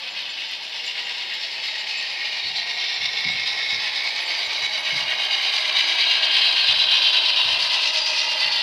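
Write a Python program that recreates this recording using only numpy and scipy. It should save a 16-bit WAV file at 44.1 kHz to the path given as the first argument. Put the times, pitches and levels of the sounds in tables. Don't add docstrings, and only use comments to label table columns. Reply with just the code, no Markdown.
import sys
import numpy as np
from scipy import signal
from scipy.fft import rfft, irfft, next_fast_len
from scipy.io import wavfile
from scipy.ndimage import uniform_filter1d, minimum_filter1d, map_coordinates

SR = 44100
rng = np.random.default_rng(int(sys.argv[2]) if len(sys.argv) > 2 else 0)


def store_wav(level_fs):
    pcm = np.round(np.clip(np.atleast_2d(level_fs), -1, 1) * 32767)
    wavfile.write(sys.argv[1], SR, pcm.T.astype(np.int16))


N = 380141
T = np.arange(N) / SR
TURN_HZ, CUTOFF_HZ = 8.722, 15750


def amp(db):
    return 10 ** (np.asarray(db) / 20)


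def rms_one(x):
    return x / np.sqrt(np.mean(x ** 2) + 1e-20)


def automation(rows):
    times, *columns = np.transpose(rows)
    return [np.interp(T, times, column) for column in columns]


def eq_curve(points, hz):
    freqs, levels = np.transpose(points)
    return np.interp(np.log(hz + 1), np.log(freqs), levels)


def equalise(x, points, depth=1):
    size = next_fast_len(N + SR // 4)
    hz = np.arange(size // 2 + 1) * SR / size
    return irfft(rfft(x, size) * amp(depth * eq_curve(points, hz)), size)[..., :N]


def drift(rate_hz):
    knots = rng.standard_normal(int(N / SR * 200) + 4)
    return map_coordinates(knots, [T * rate_hz], order=3)


def pan(x, db):
    return np.array([x * amp(db / 2), x * amp(-db / 2)])


def resonance(x, hz, width_hz):
    r = np.exp(-np.pi * width_hz / SR)
    poles = [1, -2 * r * np.cos(2 * np.pi * hz / SR), r * r]
    return signal.lfilter(np.array([1, 0, -1]) * (1 - r * r) / 2, poles, x)


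def region(start_s, end_s):
    span = slice(max(round(start_s * SR), 0), min(round(end_s * SR), N))
    progress = np.clip((T[span] - start_s) / (end_s - start_s), 0, 1)
    return span, progress, np.minimum(1.44 * np.sin(np.pi * progress), 1)


def delayed(x, lag_ms, span=slice(None)):
    return map_coordinates(x, [np.arange(N)[span] - lag_ms * SR / 1000], order=1)


# freq_hz, level_db
RUMBLE_EQ = [(20, -17), (35, -9), (60, -6), (85, -2.5), (118, -1.5), (150, -5.5), (210, 4), (300, -19),
             (500, -45)]
def house_rumble():
    mid, side = rms_one(equalise(rng.standard_normal((2, N)), RUMBLE_EQ))
    return np.array([mid + .12 * side, mid - .13 * side])


def microphone_hiss(level_db=-69):
    top_band = signal.butter(2, [9000, 14000], "band", fs=SR, output="sos")
    mid, side = signal.sosfilt(top_band, rng.standard_normal((2, N)))
    return amp(level_db) * rms_one(np.array([mid + .3 * side, mid - .33 * side]))


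# cycles_per_turn, swing_db, phase_rad
LOAD_RIPPLE = [(2, 0.27, 2.0), (3, .55, 0.66), (5, .3, 2.5), (6, 0.46, -0.1), (7, 0.54, 1.8), (8, 0.85, 3),
               (9, .35, .2), (12, 0.1, 2.5)]
def throb(pattern=LOAD_RIPPLE):
    return sum(db * np.cos(2 * np.pi * k * TURN_HZ * T + phase) for k, db, phase in pattern)


# centre_s, surge_db, length_s, brightness_db
SURGES = [(0.058, 1.5, 0.058, -3), (0.185, 5.5, 0.074, -2), (0.302, 4.5, 0.14, -1), (0.415, 6, 0.1, -3),
          (0.521, 6.5, 0.066, -1.5), (0.64, 4.1, 0.077, 0), (0.762, 6, 0.11, -1.5),
          (0.877, 6.5, 0.091, 1.5), (0.988, 6.5, 0.07, -2), (1.101, 4.5, 0.058, -1),
          (1.205, 4, 0.097, -1.5), (1.331, 4, 0.09, -4), (1.438, 4.5, 0.077, 1), (1.545, 3, 0.091, 0),
          (1.662, 5.5, 0.078, 1.1), (1.783, 4, 0.08, 1.5), (1.904, 5, 0.068, 2), (2.013, 4, 0.079, 1),
          (2.115, 2.5, 0.067, 1.0), (2.246, 4.5, 0.08, -1), (2.36, 3.5, 0.097, 0.5), (2.473, 5, 0.071, 1),
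          (2.578, 6, 0.066, 3), (2.694, 4.5, 0.061, 0), (2.819, 6, 0.092, -0.5), (2.926, 5.5, 0.096, -1),
          (3.044, 6.5, 0.076, -1), (3.172, 5, 0.1, -0.5), (3.273, 4, 0.088, -0.5), (3.386, 5, 0.087, -3),
          (3.493, 5, 0.088, 1), (3.598, 4, 0.095, -0.5), (3.725, 5, 0.075, 2.5), (3.845, 4, 0.095, -0.5),
          (3.964, 5, 0.068, 1.5), (4.071, 3, 0.12, 3), (4.176, 3.5, 0.054, 2.5), (4.303, 4.6, 0.056, 0.5),
          (4.42, 2.5, 0.087, 0), (4.541, 4, 0.096, 0.5), (4.642, 6, 0.056, -0.5), (4.758, 6.5, 0.075, -1.5),
          (4.881, 8, 0.1, -4), (4.987, 8.5, 0.097, -0.2), (5.106, 6.5, 0.091, -2.5),
          (5.218, 5.5, 0.078, -1.5), (5.333, 3.5, 0.082, 2), (5.452, 4, 0.074, 0), (5.564, 5.5, 0.084, 2.5),
          (5.671, 4.5, 0.081, -0.3), (5.791, 7, 0.093, 0.5), (5.905, 5.5, 0.079, 0), (6.023, 4.5, 0.086, 0),
          (6.133, 4.5, 0.081, 0.1), (6.242, 3.5, 0.049, 0), (6.369, 4.5, 0.087, 0.5),
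          (6.474, 2.5, 0.093, 1), (6.602, 2.5, 0.089, 1), (6.699, 5.5, 0.061, 1), (6.817, 4.6, 0.067, 1),
          (6.942, 7, 0.081, -2), (7.054, 7, 0.087, 0), (7.16, 6, 0.072, 0), (7.274, 5.5, 0.076, 0),
          (7.397, 4.5, 0.083, -2), (7.512, 3.5, 0.075, 0.5), (7.626, 4, 0.076, 5), (7.738, 5, 0.07, 0.5),
          (7.854, 6, 0.1, 2), (7.967, 5, 0.074, 1.5), (8.088, 6, 0.048, 1.8), (8.194, 3, 0.099, 3.5),
          (8.307, 3.1, 0.054, 3), (8.426, 5.5, 0.048, 0), (8.538, 1, 0.115, 1.5)]
def gear_load(squareness=2.5, wander_db=.28, flutter_db=.94):
    load_db, bright_db = np.zeros((2, N))
    for centre, surge_db, length, tilt_db in SURGES:
        span = region(centre - 2 * length, centre + 2 * length)[0]
        surge = np.exp(-np.abs(2 * (T[span] - centre) / length) ** squareness)
        load_db[span] += surge_db * surge
        bright_db[span] += tilt_db * surge
    load_db -= uniform_filter1d(load_db, size=SR // 2)
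    return load_db + throb() + wander_db * drift(30) + flutter_db * drift(120), bright_db


# freq_hz, level_db
RATTLE_EQ = [(120, -54), (200, -30), (515, -16), (607, -14), (940, -13), (1400, -17), (2170, -5),
             (2380, -4), (2800, 0), (3420, -1.5), (3890, 0), (4840, -4), (6830, -31), (9310, -36.5),
             (10600, -41.5), (12400, -42.5), (14300, -51), (15500, -56)]
# pitch_hz, width_hz, gain_db
SHELL_MODES = [(894, 300, 4.5), (1615, 134, 4.5), (1878, 71, 2.5), (2200, 76, 3), (2550, 49, 6),
               (2836, 64, 3), (3140, 116, 3), (3740, 150, 0), (3940, 60, -1), (4680, 80, -0.5)]
def gear_rattle(hz, size, contacts_per_s=6500, spread_db=1.5, whir=.8):
    hits = amp(spread_db * np.minimum(rng.exponential(1, N), 4)) * rng.choice([-1, 1], N)
    teeth = rms_one(hits * (rng.random(N) < contacts_per_s / SR))
    modes_db = sum(db / (1 + (2 * (hz - pitch) / width) ** 2) for pitch, width, db in SHELL_MODES)
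    spectrum = rfft(teeth + whir * rng.standard_normal(N), size) * amp(eq_curve(RATTLE_EQ, hz) + modes_db)
    return spectrum * size / np.sqrt(2 * np.sum(np.abs(spectrum) ** 2))


# time_s, level_db, pan_left_db
PASS_BY = [(0, -31.5, 1.8), (.4, -33, 2), (.75, -32.5, 2), (1.1, -31, 2.5), (1.5, -31.5, 1.5),
           (2.1, -30, 0.5), (2.5, -29.5, 0.6), (3.2, -28, -1), (4.2, -26, -1.1), (4.9, -27, -0.5),
           (5.5, -24, -0.8), (6, -21.5, 1), (6.4, -19.5, 1.4), (7, -20, 1), (7.65, -20.5, 2),
           (8.05, -24, 1.5), (8.35, -23.5, -1.7), (8.62, -23, 2)]
ZONE_CENTRES = (350, 850, 1900, 3000, 4200, 5900, 9500)
ZONE_TILTS = (0, 0.054, -0.31, -0.42, 0.38, 0.72, .2)
# trim_db, load_share, approach_share, turn_centre_s, turn_length_s, turn_db
SHELL_ZONES = [(-1.0, 0.093, 0.4, 4.1, 1.16, 1), (-1.0, 0.18, 0.85, 4.94, 1.02, 4),
               (0.47, 0.68, 1.24, 7.2, 1.45, -6), (0.04, 0.93, 1.01, 3.82, 1.66, -5),
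               (-0.54, 0.86, 1.11, 2.9, 0.95, 2.5), (-0.46, 1.04, 0.68, 8.09, 0.46, 5.5),
               (-.5, 0.91, 0.79, 4.87, 1.3, 3.5)]
def locomotive(flicker_db=1.02):
    size = next_fast_len(N)
    hz = np.arange(size // 2 + 1) * SR / size
    spectrum = gear_rattle(hz, size)
    load_db, bright_db = gear_load()
    level_db = automation(PASS_BY)[0]
    out, mean_db = 0, level_db.mean()
    for k, (trim_db, load_share, approach_share, centre, length, turn_db) in enumerate(SHELL_ZONES):
        crossover = np.interp(np.log(hz + 1), np.log(ZONE_CENTRES), np.eye(len(ZONE_CENTRES))[k])
        band = irfft(spectrum * crossover, size)[:N]
        distance_db = mean_db + approach_share * (level_db - mean_db)
        aim_db = turn_db * np.exp(-2 * ((T - centre) / length) ** 2)
        surge_db = load_share * load_db + ZONE_TILTS[k] * bright_db
        out = out + band * amp(trim_db + distance_db + aim_db + surge_db + flicker_db * drift(55))
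    return out


# start_s, end_s, from_hz, to_hz, width_hz, gain_db
SWEEPS = [(1, 7, 2000, 2330, 260, 3.5), (0, 5.1, 1924, 1820, 105, 7), (4.5, 7.87, 1680, 1486, 84, 6.5),
          (2.1, 4.1, 3300, 3790, 120, 5.5), (4.5, 6.46, 3830, 3770, 63, 5.5), (6, 7.58, 4150, 3760, 140, 6),
          (4, 6, 2740, 2500, 90, -9), (2.5, 4.08, 5600, 5500, 410, 8), (4, 6.44, 5960, 6260, 215, 10),
          (5, 6.9, 5720, 5500, 270, -10), (0.3, 2.8, 2270, 2100, 190, 5.5), (-0.1, 1.9, 2300, 2320, 98, -9),
          (4.5, 7.5, 10400, 10500, 500, -4), (6, 12, 2340, 2040, 330, -8.5), (8.5, 8.8, 2810, 2790, 66, 4),
          (8.5, 8.7, 4500, 4420, 130, 6.5), (7.5, 9.3, 1990, 1900, 83, 6), (6.5, 8.96, 1060, 930, 100, 6.5),
          (1.5, 4.9, 850, 820, 68, 4), (6, 7.9, 3220, 2800, 150, 4), (5, 7.5, 8800, 9600, 1240, 4.5),
          (7, 9.1, 9200, 9400, 790, 7), (6.5, 7.8, 7200, 7360, 750, -3.5), (7.5, 8.5, 6500, 5600, 360, 3.5),
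          (7, 13, 616, 620, 33, 5.5), (2.6, 14, 624, 622, 9.2, 10), (2.9, 9.3, 339, 332, 9.1, 9),
          (0, 3, 5900, 4650, 330, 4), (0.5, 2.55, 7600, 6700, 760, 6), (5.5, 6.5, 3000, 4300, 550, -1),
          (0.5, 7.8, 1700, 1340, 110, -3.5), (.3, 3.2, 1200, 1200, 150, -4.5),
          (4.5, 7.2, 1120, 1060, 120, 3), (6.5, 8.8, 1370, 1280, 90, 4.5), (-.5, 1, 1650, 1600, 180, 2.5),
          (1.5, 3.2, 2600, 2300, 75, 2.5), (3.8, 5.5, 2340, 2420, 70, 3.5), (7, 8.4, 2680, 2460, 90, 3),
          (4.5, 6.9, 3710, 3500, 70, -8), (7, 8.5, 3800, 3240, 64, -9), (5.7, 7.6, 4330, 4110, 64, -6),
          (7.5, 8.2, 4470, 4130, 55, -6), (7.5, 8.2, 4770, 4440, 60, -5), (7.5, 8.3, 5020, 4760, 60, -5),
          (7.5, 9, 3060, 2910, 70, -9), (8.15, 8.9, 3530, 3300, 70, -8), (5, 7.3, 5420, 5140, 120, -5),
          (4.5, 5.7, 3300, 3220, 70, -4), (8.5, 9.1, 4000, 4180, 60, -7), (2.3, 3.6, 4960, 4400, 100, -6),
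          (1.5, 3, 3530, 3400, 100, -5), (1.2, 3.2, 2870, 2720, 100, -4), (2.2, 5.5, 2200, 2200, 60, 3.5)]
def tone_sweeps(rattle):
    out = rattle.copy()
    for start, end, from_hz, to_hz, width_hz, gain_db in SWEEPS:
        span, progress, fade = region(start, end)
        carrier = np.exp(2j * np.pi * np.cumsum(from_hz + (to_hz - from_hz) * progress) / SR)
        r = np.exp(-np.pi * width_hz / SR)
        band = 2 * np.real(signal.lfilter([1 - r], [1, -r], rattle[span] / carrier) * carrier)
        out[span] += (amp(gain_db * fade) - 1) * band
    return out


# cycles_per_turn, swing_db, phase_rad
WHINE_RIPPLE = [(2, 0.6, 0.98), (3, 0.9, 0.0095), (6, 0, -.3), (7, 1.5, 0.88), (8, 1.3, 1.7),
                (9, 0.7, -0.36)]
def gear_whine(rattle, pitch_hz=2190, width_hz=360):
    return rattle + (amp(throb(WHINE_RIPPLE)) - 1) * resonance(rattle, pitch_hz, width_hz)


# start_s, end_s, from_lag_ms, to_lag_ms, signed_gain
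BRIGHT_BOUNCES = [(-.6, 1, 2.84, 2.98, -.12), (-.5, 3.5, 1.28, 1.2, -.12), (1.8, 2.66, 1.9, 1.9, -.2),
                  (1.8, 4.48, .57, .73, -0.26), (2, 4.76, 2.3, 2.57, -0.22), (4, 6.76, 1.17, 1.15, -.25),
                  (4.2, 6.73, 2.66, 3.5, -0.28), (5.9, 7.6, 1.1, 1.3, 0.17), (6.2, 8.3, 2.9, 3.23, -.33),
                  (6.2, 9.45, 2.7, 2.8, -.18), (8, 9.34, 2.6, 2.9, -0.34), (7.5, 9.5, 0.53, .55, -0.097)]
# time_s, lag_ms, gain
DULL_BOUNCE = [(0, 2.24, 0.039), (4, 2.78, 0.14), (6, 2.87, 0.28), (7, 2.9, 0.082), (7.8, 3.1, 0.32),
               (8.62, 3.52, 0.48)]
def early_reflections(rattle, split_hz=1640):
    dull = signal.sosfiltfilt(signal.butter(2, split_hz, fs=SR, output="sos"), rattle)
    bright = rattle - dull
    for start, end, from_ms, to_ms, gain in BRIGHT_BOUNCES:
        span, progress, fade = region(start, end)
        bright[span] += gain * fade * delayed(bright, from_ms + (to_ms - from_ms) * progress, span)
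    lag_ms, gain = automation(DULL_BOUNCE)
    return bright, dull + gain * delayed(dull, lag_ms)


# freq_hz, side_gain_db
REVERB_WIDTH = [(100, -8), (500, -19.5), (1200, -28), (2000, -25.5), (3200, -27), (5000, -20), (6500, -10),
                (8500, -2.5), (11000, -5), (14000, -11)]
# time_s, mid_trim_db
REVERB_RIDE = [(0, 4.5), (5, 0.5), (6.5, -6), (8.62, -0.5)]
def room_reverb(train, stretches=16, t60_s=.2, build_s=.0032, mid_db=-6):
    hop, length = N // stretches + 1, SR // 3
    t = np.arange(length) / SR
    crossfade = np.hanning(2 * hop + 1)[:-1]
    decay = amp(-60 * t / t60_s) * np.minimum(t / build_s, 1)
    padded, out = np.pad(train, (hop, 2 * hop)), np.zeros((2, N + 3 * hop + length))
    for i in range(0, N + hop, hop):
        tails = rng.standard_normal((2, length)) * decay / np.sqrt(np.sum(decay ** 2))
        wet = signal.fftconvolve(tails, (padded[i:i + 2 * hop] * crossfade)[None])
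        out[:, i:i + wet.shape[1]] += wet
    mid, side = out[:, hop:hop + N]
    side = equalise(side, REVERB_WIDTH)
    mid = mid * amp(mid_db + automation(REVERB_RIDE)[0])
    return np.array([mid + side, mid - side])


# time_s, pan_left_db
BASS_PAN = [(0.0, 0), (2.54, -0.5), (3.48, -3.5), (4.97, -4), (6.12, -0.7), (7.42, -2), (7.73, -0.7),
            (8.62, -3)]
# freq_hz, pan_left_db
STEREO_EQ = [(150, 7), (500, 0), (1000, -0.5), (2000, 0.7), (5000, -0.5), (8000, 2), (12000, 0.5)]
def train_in_room(bright, dull):
    direct = pan(bright, automation(PASS_BY)[1]) + pan(dull, automation(BASS_PAN)[0])
    left, right = direct + room_reverb(bright + dull)
    return np.array([equalise(left, STEREO_EQ, depth=.5), equalise(right, STEREO_EQ, depth=-.5)])


# centre_s, level_db, pitch_hz
AXLE_SQUEAKS = [(0.114, -54, 7050), (.225, -65, 11300), (.305, -51, 7200), (.49, -55, 7200),
                (.645, -59, 9520), (.69, -57, 7000), (.87, -45.5, 7100), (1.055, -53, 7000),
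                (1.34, -64, 13260), (1.344, -54, 7100), (1.66, -62, 11840), (1.7, -56, 6900),
                (1.803, -47, 7200), (1.985, -45, 7250), (2.125, -62, 11000), (2.57, -52, 7400),
                (2.76, -56, 7400), (2.95, -54, 7300), (3.14, -57, 7100), (3.32, -54, 7600),
                (3.655, -60, 10200), (3.70, -53, 7450), (3.72, -64, 11840), (4.09, -54, 6960),
                (4.22, -52, 10760), (4.265, -49, 7330), (4.46, -51, 7170), (4.65, -49, 7180),
                (4.80, -54, 10740), (4.84, -54, 7050), (4.9, -61, 9790), (4.99, -54, 10700),
                (5.585, -52, 7120), (6.095, -61, 14120)]
def axle_squeaks(width_hz=380, rise_s=.031, fall_s=.039, octave_db=-21):
    out, length = np.zeros((2, N)), 4000
    t = (np.arange(length) - length // 2) / SR
    envelope = np.exp(-(2 * t / np.where(t < 0, rise_s, fall_s)) ** 2)
    for centre, level_db, hz in AXLE_SQUEAKS:
        noise = rng.standard_normal((2, length))
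        burst = rms_one(resonance(resonance(noise + noise[0], hz, width_hz), hz, width_hz))
        if 2 * hz < CUTOFF_HZ:
            octave = resonance(resonance(noise, 2 * hz, 2 * width_hz), 2 * hz, 2 * width_hz)
            burst += amp(octave_db) * rms_one(octave)
        at = round(centre * SR) - length // 2
        out[:, at:at + length] += amp(level_db) * burst * envelope
    return out * amp([[1.5], [-1.5]])


# centre_s, level_db, length_s, pitch_hz
PANEL_RINGS = [(0.171, -44, 0.069, 2050), (0.172, -51, 0.062, 5400), (0.188, -44, 0.055, 4370),
               (0.301, -47, 0.2, 2530), (0.51, -44.1, 0.055, 2029), (0.776, -53, 0.057, 5900),
               (0.814, -47, 0.13, 5300), (0.884, -42, 0.064, 2766), (0.996, -46, 0.058, 1950),
               (1.418, -47, 0.073, 5198), (1.421, -42, 0.058, 5444), (1.669, -42, 0.084, 4340),
               (1.674, -35, 0.083, 3810), (1.678, -39.5, 0.068, 2145), (1.762, -37, 0.064, 1930),
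               (1.954, -31.5, 0.063, 2570), (1.985, -41, 0.087, 3870), (2.337, -35, 0.066, 2250),
               (2.444, -36, 0.136, 3750), (2.475, -33, 0.058, 4376), (2.589, -38, 0.064, 2202),
               (2.811, -34.3, 0.1, 2180), (2.936, -39.3, 0.06, 5350), (3.045, -35, 0.077, 2166),
               (3.291, -32, 0.07, 3780), (3.287, -34, 0.065, 2158), (3.396, -34, 0.059, 2170),
               (3.484, -34.5, 0.055, 3753), (3.611, -34, 0.11, 2193), (3.716, -31, 0.067, 3796),
               (3.736, -30, 0.068, 2180), (4.06, -31, 0.08, 2246), (4.295, -31, 0.065, 4528),
               (4.325, -34, 0.064, 2180), (4.387, -33, 0.064, 4660), (4.413, -33.1, 0.088, 2215),
               (4.645, -32, 0.093, 3910), (4.66, -33.5, 0.078, 2210), (4.747, -39, 0.066, 4614),
               (4.749, -37, 0.093, 3880), (4.883, -36, 0.119, 3790), (4.904, -37, 0.163, 2270),
               (5.11, -33.8, 0.073, 2228), (5.271, -33, 0.128, 3053), (5.323, -38, 0.12, 2170),
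               (5.342, -30.5, 0.079, 3790), (5.346, -28.5, 0.069, 2935), (5.78, -51, 0.078, 5993),
               (5.781, -23, 0.07, 3785), (5.806, -35, 0.09, 2193), (6.019, -33, 0.067, 4630),
               (6.12, -28, 0.078, 2820), (6.144, -36, 0.082, 3762), (6.271, -36, 0.092, 1635),
               (6.583, -40, 0.061, 1585), (6.603, -26, 0.054, 4360), (6.697, -26, 0.066, 3640),
               (6.823, -27, 0.096, 3936), (6.95, -26, 0.073, 3960), (6.96, -39.5, 0.058, 5720),
               (7.0, -33, 0.2, 3620), (7.06, -32, 0.073, 3948), (7.07, -32, 0.16, 4700),
               (7.173, -25, 0.061, 3896), (7.175, -30, 0.062, 2640), (7.3, -31, 0.15, 4200),
               (7.346, -32, 0.15, 3090), (7.412, -27, 0.099, 3790), (7.51, -38.2, 0.058, 1850),
               (7.843, -33, 0.084, 3990), (7.871, -31, 0.078, 2810), (8.058, -28.5, 0.12, 4775),
               (8.083, -40.3, 0.056, 6000), (8.153, -30.5, 0.14, 2534), (8.202, -33, 0.07, 2820),
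               (8.217, -40.9, 0.064, 5680), (8.31, -31, 0.08, 2810), (8.423, -36, 0.07, 2010),
               (8.426, -25, 0.064, 4510), (8.439, -31, 0.067, 2790), (8.528, -28, 0.12, 4430)]
def panel_rings(width_hz=91, steadiness=.7, throb_depth=2.4):
    out, r = np.zeros(N), np.exp(-np.pi * width_hz / SR)
    for centre, level_db, length, hz in PANEL_RINGS:
        span = region(centre - 2 * length, centre + 2 * length)[0]
        t = T[span]
        real, imag = signal.lfilter([1], [1, -2 * r, r * r], rng.standard_normal((2, SR)))[:, -len(t):]
        wander = real + 1j * imag
        wander /= np.abs(wander) ** steadiness
        tone = rms_one(np.real(wander * np.exp(2j * np.pi * hz * t)))
        out[span] += amp(level_db) * tone * np.exp(-.6 * (2 * (t - centre) / length) ** 2)
    return out * amp(throb_depth * throb())


# start_s, prefilter_level_db
RAIL_JOINTS = [(0.5147, -39), (.6873, -48), (.8624, -45), (1.3513, -44), (1.5214, -51), (2.4219, -50),
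               (2.7337, -48), (3.0385, -43), (3.2106, -41), (3.6551, -48.5), (3.8696, -55), (4.0407, -36),
               (4.2767, -46), (4.4702, -43), (4.59, -42), (4.8933, -48), (5.251, -35), (5.4216, -37),
               (5.5563, -39), (5.679, -52), (5.7274, -42), (5.7887, -33), (5.9529, -39), (6.3395, -42),
               (6.3864, -44), (6.7865, -45), (6.9348, -35), (6.9556, -42), (7.0249, -41), (7.0998, -40),
               (7.449, -41), (7.5981, -43), (7.715, -45), (7.7657, -48), (7.9382, -37), (8.0596, -38),
               (8.2452, -41), (8.306, -39), (8.392, -46), (8.5639, -38), (8.5899, -40.5)]
def wheel_ticks(t60_s=.0091, faint_per_s=9, faint_db=-29, pan_left_db=3):
    length = 900
    out = np.zeros((2, N + length))
    pass_db = automation(PASS_BY)[0]
    faint_starts = np.flatnonzero(rng.random(N) < faint_per_s / SR)
    faint = [(i / SR, pass_db[i] + faint_db + rng.normal(0, 3)) for i in faint_starts]
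    for start, level_db in RAIL_JOINTS + faint:
        snap = rng.standard_normal(length) * amp(-60 * np.arange(length) / SR / t60_s)
        out[:, round(start * SR):][:, :length] += pan(amp(level_db) * snap, pan_left_db)
    return signal.sosfilt(signal.butter(2, [6500, 14500], "band", fs=SR, output="sos"), out[:, :N])


# start_s, level_db, pitch_hz, thud_t60_s
FOOTFALLS = [(2.442, -43.5, 131.5, 0.3), (2.998, -45, 121, 0.38), (3.243, -36.5, 121, 0.47),
             (3.721, -44.5, 96, 0.36), (4.46, -50, 75, .15), (4.61, -50, 110, 0.37),
             (4.923, -41.5, 111, 0.5), (6.684, -43, 96, 0.64), (7.451, -46, 88.8, 0.81),
             (8.448, -50, 113, 0.34)]
def footsteps(rumble, boards_hz=116.2, boards_db=-12, weight_hz=55, swell_db=-23, pan_left_db=2.4):
    out, length = np.zeros((2, N + SR)), SR // 2
    t = np.arange(length) / SR
    envelope = np.minimum(t / .011, 1) * np.minimum((.5 - t) / .1, 1)
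    swell = np.zeros(N)
    for start, level_db, hz, t60 in FOOTFALLS:
        noise = resonance(resonance(rng.standard_normal(length + 4000), hz, 100), hz, 140)
        thud = .96 * rms_one(noise[4000:]) * amp(-60 * t / t60)
        push = np.sin(2 * np.pi * hz * t) * amp(-60 * t / (.17 * t60))
        boards = np.sin(2 * np.pi * boards_hz * t) * amp(boards_db - 60 * t / (3.1 * t60))
        boards *= np.minimum(t / .13, 1)
        weight = .15 * np.sin(2 * np.pi * weight_hz * t) * amp(-60 * t / t60)
        step = amp(level_db) * (push + thud + boards + weight) * envelope
        out[:, round(start * SR):][:, :length] += pan(step, pan_left_db)
        swell += amp(level_db + swell_db) * np.exp(-((T - start - .12) / .16) ** 2)
    return out[:, :N] + swell * rumble


def scene(rumble_db=-65.5):
    rumble = house_rumble()
    beds = amp(rumble_db) * rumble + microphone_hiss()
    rattle = gear_whine(tone_sweeps(locomotive()))
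    bright, dull = early_reflections(rattle)
    train = train_in_room(bright + panel_rings(), dull)
    return beds + train + axle_squeaks() + wheel_ticks() + footsteps(rumble)


def record(dry, ceiling=.53):
    dry = signal.sosfilt(signal.butter(1, 25, "high", fs=SR, output="sos"), dry)
    allowed_gain = np.minimum(ceiling / (np.abs(dry).max(axis=0) + 1e-9), 1)
    gain = uniform_filter1d(minimum_filter1d(allowed_gain, size=265), size=265)
    return signal.sosfilt(signal.ellip(10, .5, 70, CUTOFF_HZ, fs=SR, output="sos"), gain * dry)


dry = scene()
out = record(dry)
store_wav(out)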